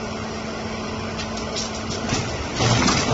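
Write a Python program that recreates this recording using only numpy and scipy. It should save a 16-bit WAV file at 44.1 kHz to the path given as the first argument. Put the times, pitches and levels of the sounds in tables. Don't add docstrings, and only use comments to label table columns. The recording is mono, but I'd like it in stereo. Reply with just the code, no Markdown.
import sys
import numpy as np
from scipy import signal
from scipy.fft import rfft, irfft, next_fast_len
from scipy.io import wavfile
from scipy.ndimage import uniform_filter1d

SR = 44100
rng = np.random.default_rng(int(sys.argv[2]) if len(sys.argv) > 2 else 0)


def waveform_to_disk(signal):
    frames = np.transpose(np.atleast_2d(signal))
    scaled = np.clip(frames, -1, 1) * 32767
    samples = np.round(scaled).astype(np.int16)
    wavfile.write(sys.argv[1], SR, samples)


def ratio(d):
    e = np.asarray(d, float) / 20
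    return 10 ** e


N = 138033

CYLINDER_DB = [-6.5, -6.5, -1, -8, -7.5, -6]
# pitch_hz, level_db
HUM_TONES = [(97, -45), (220.5, -35), (438, -44), (657, -43), (875, -46.5), (1023, -44), (1099, -44),
             (1194, -44.5), (1448, -49.5)]
# time_s, level_db
PUMP_LEVEL = [
    (0, 1.1),
    (.7, 1.5),
    (1.398, 2),
    (2.051, 0.5),
    (2.301, -3.5),
    (2.6, -8),
    (3.13, -3),
]
# freq_hz, density_db_per_hz
ROAR_LOW = [(25, -22), (80, -5.5), (145, -11.5), (260, -12), (335, -13.5), (420, -9), (520, -13.5),
            (650, -5)]
ROAR_HIGH = [(800, -4.5), (1400, -3.5), (1700, -4.5), (2800, -9.5), (3800, -14), (5500, -12), (6800, -20),
             (7250, -17.5)]
# time_s, level_db
DRAG = [
    (1.901, -69.5),
    (2.06, -29),
    (2.15, -26),
    (2.3, -29.5),
    (2.52, -32.5),
    (2.62, -18.5),
    (2.9, -19.5),
    (3.041, -22.5),
    (3.13, -22),
]
# freq_hz, density_db_per_hz
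GRIND_COLOUR = [(35, -13), (70, -5), (115, -7), (300, -7.5), (600, -11.5), (2000, -15.5), (5500, -24.5),
                (7400, -22)]
# start_s, level_db, pitch_hz, t60_s
KNOCKS = [(2.041, -20.5, 234, 0.12), (1.6, -26, 170, 0.074), (2.088, -22.5, 360, 0.083),
          (2.085, -24, 690, 0.09), (2.14, -23.5, 760, 0.087), (2.166, -21.5, 300, .04),
          (2.63, -20, 450, 0.087), (2.712, -21, 620, 0.037), (2.127, -9, 130, 0.037),
          (2.128, -14, 258, 0.082), (1.9, -12, 150, 0.036), (2.19, -14, 125, 0.098),
          (2.622, -14.5, 118, 0.25), (2.615, -20, 755, 0.19), (2.656, -16, 118, 0.3),
          (2.707, -12, 117, 0.26), (2.785, -17.5, 248.8, 0.53), (2.82, -18.5, 250.5, 0.13),
          (2.85, -15.5, 190, 0.22), (2.884, -20, 1200, 0.072), (2.711, -21, 1000, 0.051),
          (2.26, -26.5, 120, 1), (2.302, -26, 73.4, 1), (2.942, -18.5, 139, 0.21), (3.082, -15, 249, 0.081),
          (3.11, -12.5, 130, 0.32), (3.108, -19, 448, .12)]
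# peak_s, level_db, rise_s, fall_s, pitch_hz
RATTLES = [(1.198, -30, 0.012, 0.023, 2730), (1.2, -31, 0.017, 0.023, 4270),
           (1.373, -30.5, 0.0048, 0.02, 6000), (1.374, -33.5, 0.0067, 0.017, 3730),
           (1.409, -40.5, .015, 0.054, 6030), (1.53, -36.5, .004, 0.015, 5400),
           (1.565, -29.5, 0.011, 0.023, 3900), (1.582, -24.5, 0.011, 0.038, 5800),
           (1.626, -29, 0.011, 0.02, 5750), (1.657, -33, 0.01, .015, 5460), (1.734, -41, .004, .012, 2400),
           (1.748, -32, 0.0061, 0.038, 6000), (1.81, -43, .004, 0.013, 2550),
           (1.873, -39, 0.0045, 0.014, 2700), (1.911, -28.5, 0.011, 0.035, 5200),
           (1.945, -33, 0.015, 0.02, 5000), (1.984, -39.5, .004, 0.01, 2400),
           (2.091, -30, 0.0037, 0.024, 5780), (2.091, -31, 0.003, 0.023, 2300),
           (2.121, -31, .004, 0.044, 2600), (2.15, -24.5, 0.024, 0.03, 6000),
           (2.29, -36, 0.0054, 0.033, 5200), (2.404, -42.5, 0.0043, 0.01, 1600),
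           (2.568, -32.5, 0.0099, 0.08, 4000), (2.619, -26.5, .012, .025, 3500),
           (2.636, -30.5, .004, 0.012, 2410), (2.712, -25, 0.018, 0.018, 5800),
           (2.713, -26, 0.006, 0.0042, 1200), (2.76, -31, .02, 0.016, 2800),
           (2.798, -29.5, .012, 0.011, 5700), (2.826, -28.5, 0.011, 0.012, 1500),
           (2.878, -20, 0.013, 0.023, 5600), (2.89, -25.5, 0.018, 0.044, 1420),
           (2.92, -24.5, 0.015, 0.031, 5330), (2.938, -25.5, .004, .01, 5200),
           (2.973, -23, 0.005, 0.015, 5200), (2.975, -27, .01, .025, 2300), (3.005, -26, .012, 0.028, 5600),
           (3.091, -41, 0.015, .02, 5000), (3.117, -30.5, 0.029, .03, 830)]
# freq_hz, gain_db
HEAP_COLOUR = [(3300, -1.1), (4300, -1), (5700, 1.5), (6600, -1.5), (7500, -1.5)]
# freq_hz, left_minus_right_db
BALANCE_DB = [(1000, -.3), (1550, -2.5), (2300, 4), (2900, 6), (4100, -.5), (5700, 12.5), (6500, 9),
              (7100, 2)]
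# freq_hz, share_0_to_1
DIRECT_SHARE = [(100, .994), (300, .96), (700, .76), (1200, .36), (1700, .72), (1980, .12), (3780, .42),
                (4300, .07)]
# freq_hz, left_lead_rad
ENGINE_PHASE = [(300, .01), (780, .25), (1450, .8), (1690, 3.1), (2000, 1.9), (3270, .2), (3750, -3.1),
                (4000, -6.3)]
SCRAP_PHASE = [(300, -.02), (700, -.2), (1030, -.5), (1380, -1.3), (1650, -2.9), (3100, -3.3), (3800, -5.6)]

TURN_HZ = 36.73
EXHAUST_DB, CLATTER_DEPTH = -52, 0.1
ROAR_LOW_DB, ROAR_HIGH_DB, ROAR_PATCHY_DB = -31, -33, 0.8
HUM_FLUTTER_DB, HUM_WOBBLE = 1.0, 0.0012
HUM_BLUR_RAD_PER_HZ = 0.002
SCRAP_FROM_S = 1.1
SCRAP_SCATTER = 1.6
GRIND_PATCHY_DB, GRIND_CLUMP_DB, GRIND_CLICKS_PER_S = 1.4, 1.1, 2500
RATTLE_OCTAVES, RATTLE_CLICKS_PER_S, RING_CYCLES = 0.58, 10000, 26
CLICK_SPREAD_DB = 3
YARD_DB, YARD_T60_S = -9, 0.31
MOTTLE = 0.45
HOLE_DB = -4.3
CUTOFF_HZ = 7560


def rms_one(x):
    return x / np.sqrt(np.mean(x ** 2) + 1e-20)


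def at_hz(points, hz):
    table_hz, value = np.array(points).T
    return np.interp(np.log(hz + 1), np.log(table_hz), value)


def over_time(points):
    return ratio(np.interp(np.arange(N) / SR, *np.transpose(points)))


def drift(rate_hz):
    r = np.exp(-80 * np.pi * rate_hz / SR)
    white = rng.standard_normal(N // 40 + 2002)
    slow = signal.lfilter([1], [1, -2 * r, r * r], white)[2000:]
    return np.interp(np.arange(N) / 40, np.arange(len(slow)), rms_one(slow))


def banded(source, spectrum, patchy_db, top_hz):
    count = source.shape[1]
    size = next_fast_len(count)
    hz = np.fft.rfftfreq(size, 1 / SR)
    low_hz = 0.8 * spectrum[0][0]
    colour = ratio(at_hz(spectrum, hz)) * (hz >= low_hz) / np.sqrt(1 + (hz / top_hz) ** 8)
    whole = rfft(source.astype(np.float32), size) * colour.astype(np.float32)
    place = (1.5 * np.log2(hz / low_hz + 1e-9)).astype(np.float32)
    out = 0
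    for k in range(int(1.5 * np.log2(1.5 * top_hz / low_hz)) + 1):
        band = irfft(whole * np.clip(1 - abs(place - k), 0, 1), size)[:, :count]
        out = out + ratio(patchy_db * drift(11)[:count]) * band
    return rms_one(out)


def firing_beat():
    firing = np.cumsum(3 * TURN_HZ * (1 + 0.004 * drift(2))) / SR
    beat = ratio(np.array(CYLINDER_DB)[firing.astype(int) % 6]) * np.exp(-4.0 * (firing % 1))
    return beat - beat.mean()


def exhaust(beat):
    pipe = signal.butter(2, [30, 260], "band", fs=SR, output="sos")
    return ratio(EXHAUST_DB) * rms_one(signal.sosfilt(pipe, beat))


def roar(beat):
    low = banded(rng.standard_normal((3, N)), ROAR_LOW, ROAR_PATCHY_DB, 552)
    gate = 1 + CLATTER_DEPTH * rms_one(beat)
    high = banded(rng.standard_normal((3, N)) * gate, ROAR_HIGH, ROAR_PATCHY_DB, 7800)
    return ratio(ROAR_LOW_DB) * low + ratio(ROAR_HIGH_DB) * high


def pump_hum():
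    turning_s = np.cumsum(1 + HUM_WOBBLE * drift(3.7)) / SR
    hum = 0
    for hz, db in HUM_TONES:
        flutter_db = HUM_FLUTTER_DB * np.sqrt(hz / 180) * drift(7.9)
        blur_rad = HUM_BLUR_RAD_PER_HZ * hz * drift(5.96)
        hum = hum + ratio(db + 2 + flutter_db) * np.sin(2 * np.pi * hz * turning_s + blur_rad)
    return over_time(PUMP_LEVEL) * hum


def engine():
    beat = firing_beat()
    tones = pump_hum() + exhaust(beat)
    return roar(beat) + tones * [[1], [0], [0]]


def clicks(count, rate_hz):
    when, size, sign = rng.random((3, 3, count))
    height = ratio(-CLICK_SPREAD_DB * np.log(size + 0.023))
    return (when < rate_hz / SR) * height * np.sign(sign - 0.5)


def grind():
    first = int(SCRAP_FROM_S * SR)
    clumps = ratio(GRIND_CLUMP_DB * drift(25)[first:])
    contacts = clicks(N - first, GRIND_CLICKS_PER_S) * clumps
    grit = banded(contacts, GRIND_COLOUR, GRIND_PATCHY_DB, 7000)
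    return over_time(DRAG) * np.pad(grit, ((0, 0), (first, 0)))


def knocks():
    out, t = np.zeros(N + SR), np.arange(SR // 2) / SR
    for s, db, hz, t60 in KNOCKS:
        swell = ratio(db - 60 * t / t60) * (1 - np.exp(-t * hz / 0.35))
        panel = np.sin(2 * np.pi * hz * t)
        neighbour = 0.33 * ratio(-40 * t / t60) * np.sin(2 * np.pi * 1.37 * hz * t)
        out[int(s * SR):][:len(t)] += swell * (panel + neighbour)
    return out[:N] * np.ones((3, 1))


def ring(contacts, hz, t60_s):
    r, w = ratio(-60 / (t60_s * SR)), 2 * np.pi * hz / SR
    return signal.lfilter([0, np.sin(w)], [1, -2 * r * np.cos(w), r * r], contacts + 1e-18)


def rattles():
    pitches = np.geomspace(500, 7600, 40) * rng.uniform(0.98, 1.02, 40)
    span, first, lead_s = SR // 4, int(SCRAP_FROM_S * SR), 0.06
    t = np.arange(span) / SR - lead_s
    drive = np.zeros((40, 3, N - first + span))
    for s, db, rise, fall, hz in RATTLES:
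        shape = np.where(t < 0, np.exp(-(t / rise) ** 2), np.exp(-np.maximum(t, 0) / fall))
        colour = np.exp(-0.5 * (np.log2(pitches / hz) / RATTLE_OCTAVES) ** 2)
        colour *= ratio(rng.normal(0, 1.5, 40)) * np.sqrt(pitches / hz)
        dealt = rng.integers(0, 40, span)
        start = int((s - lead_s) * SR) - first
        contacts = ratio(db + 2) * shape * clicks(span, RATTLE_CLICKS_PER_S) * colour[dealt]
        drive[dealt, :, start + np.arange(span)] += contacts.T
    rung = sum(ring(d[:, :-span], hz, RING_CYCLES / hz) for d, hz in zip(drive, pitches))
    return np.pad(rung, ((0, 0), (first, 0)))


def yard(x):
    t = np.arange(SR // 2) / SR
    tail = rng.standard_normal((3, len(t))) * ratio(-60 * t / YARD_T60_S) * (t > 0.008)
    tail /= np.sqrt(np.sum(tail[0] ** 2))
    return x + ratio(YARD_DB) * signal.fftconvolve(x, tail, axes=1)[:, :N]


def heap_colour(x):
    size = 2 ** 18
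    gain = ratio(at_hz(HEAP_COLOUR, np.fft.rfftfreq(size, 1 / SR)))
    return irfft(rfft(x, size) * gain)[:, :N]


def ports(x, phase_table, scatter):
    size = next_fast_len(N + 4096)
    hz = np.fft.rfftfreq(size, 1 / SR)
    direct = np.clip(at_hz(DIRECT_SHARE, hz), 0, 1) ** scatter
    side = np.array([[0.5], [-0.5]])
    whole = rfft(x, size)
    step = np.exp(1j * side * at_hz(phase_table, hz))
    both = np.sqrt(direct) * step * whole[0] + np.sqrt(1 - direct) * whole[1:]
    return irfft(both * ratio(side * at_hz(BALANCE_DB, hz)), size)[:, :N]


def mottle(x):
    z = signal.stft(np.array([x[0] + x[1], x[0] - x[1]]) / 2, nperseg=1024)[2]
    near = uniform_filter1d(uniform_filter1d(abs(z) ** 2, size=3, axis=1), size=3, axis=2) + 1e-16
    wide = uniform_filter1d(near, size=25, axis=1)
    place = np.arange(513)[:, None]
    share = MOTTLE * np.clip(place / 30 - 0.4, 0, 1)
    around = uniform_filter1d(near.mean(0), size=41, axis=0)
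    weak = uniform_filter1d(near, size=3, axis=1) < ratio(2 * HOLE_DB) * around
    weak = uniform_filter1d(1.0 * (weak & (place > 33)), size=3, axis=1) > 0
    gain = np.clip(near / wide, 0.01, 4) ** share * (1 - 0.95 * weak)
    mid, side = signal.istft(z * gain, nperseg=1024)[1][:, :N]
    return np.array([mid + side, mid - side])


def scene():
    blows = knocks()
    scrap = yard(rattles() + grind()) + 0.71 * blows + 0.28 * yard(blows)
    return ports(engine(), ENGINE_PHASE, 1) + ports(heap_colour(scrap), SCRAP_PHASE, SCRAP_SCATTER)


def top_cut(x):
    return signal.sosfilt(signal.butter(12, 7590, fs=SR, output="sos"), x)


def record(dry):
    steep = signal.ellip(12, 0.5, 70, CUTOFF_HZ, fs=SR, output="sos")
    cut = signal.sosfilt(steep, mottle(dry))
    return top_cut(cut)


dry = scene()
out = record(dry)
waveform_to_disk(out)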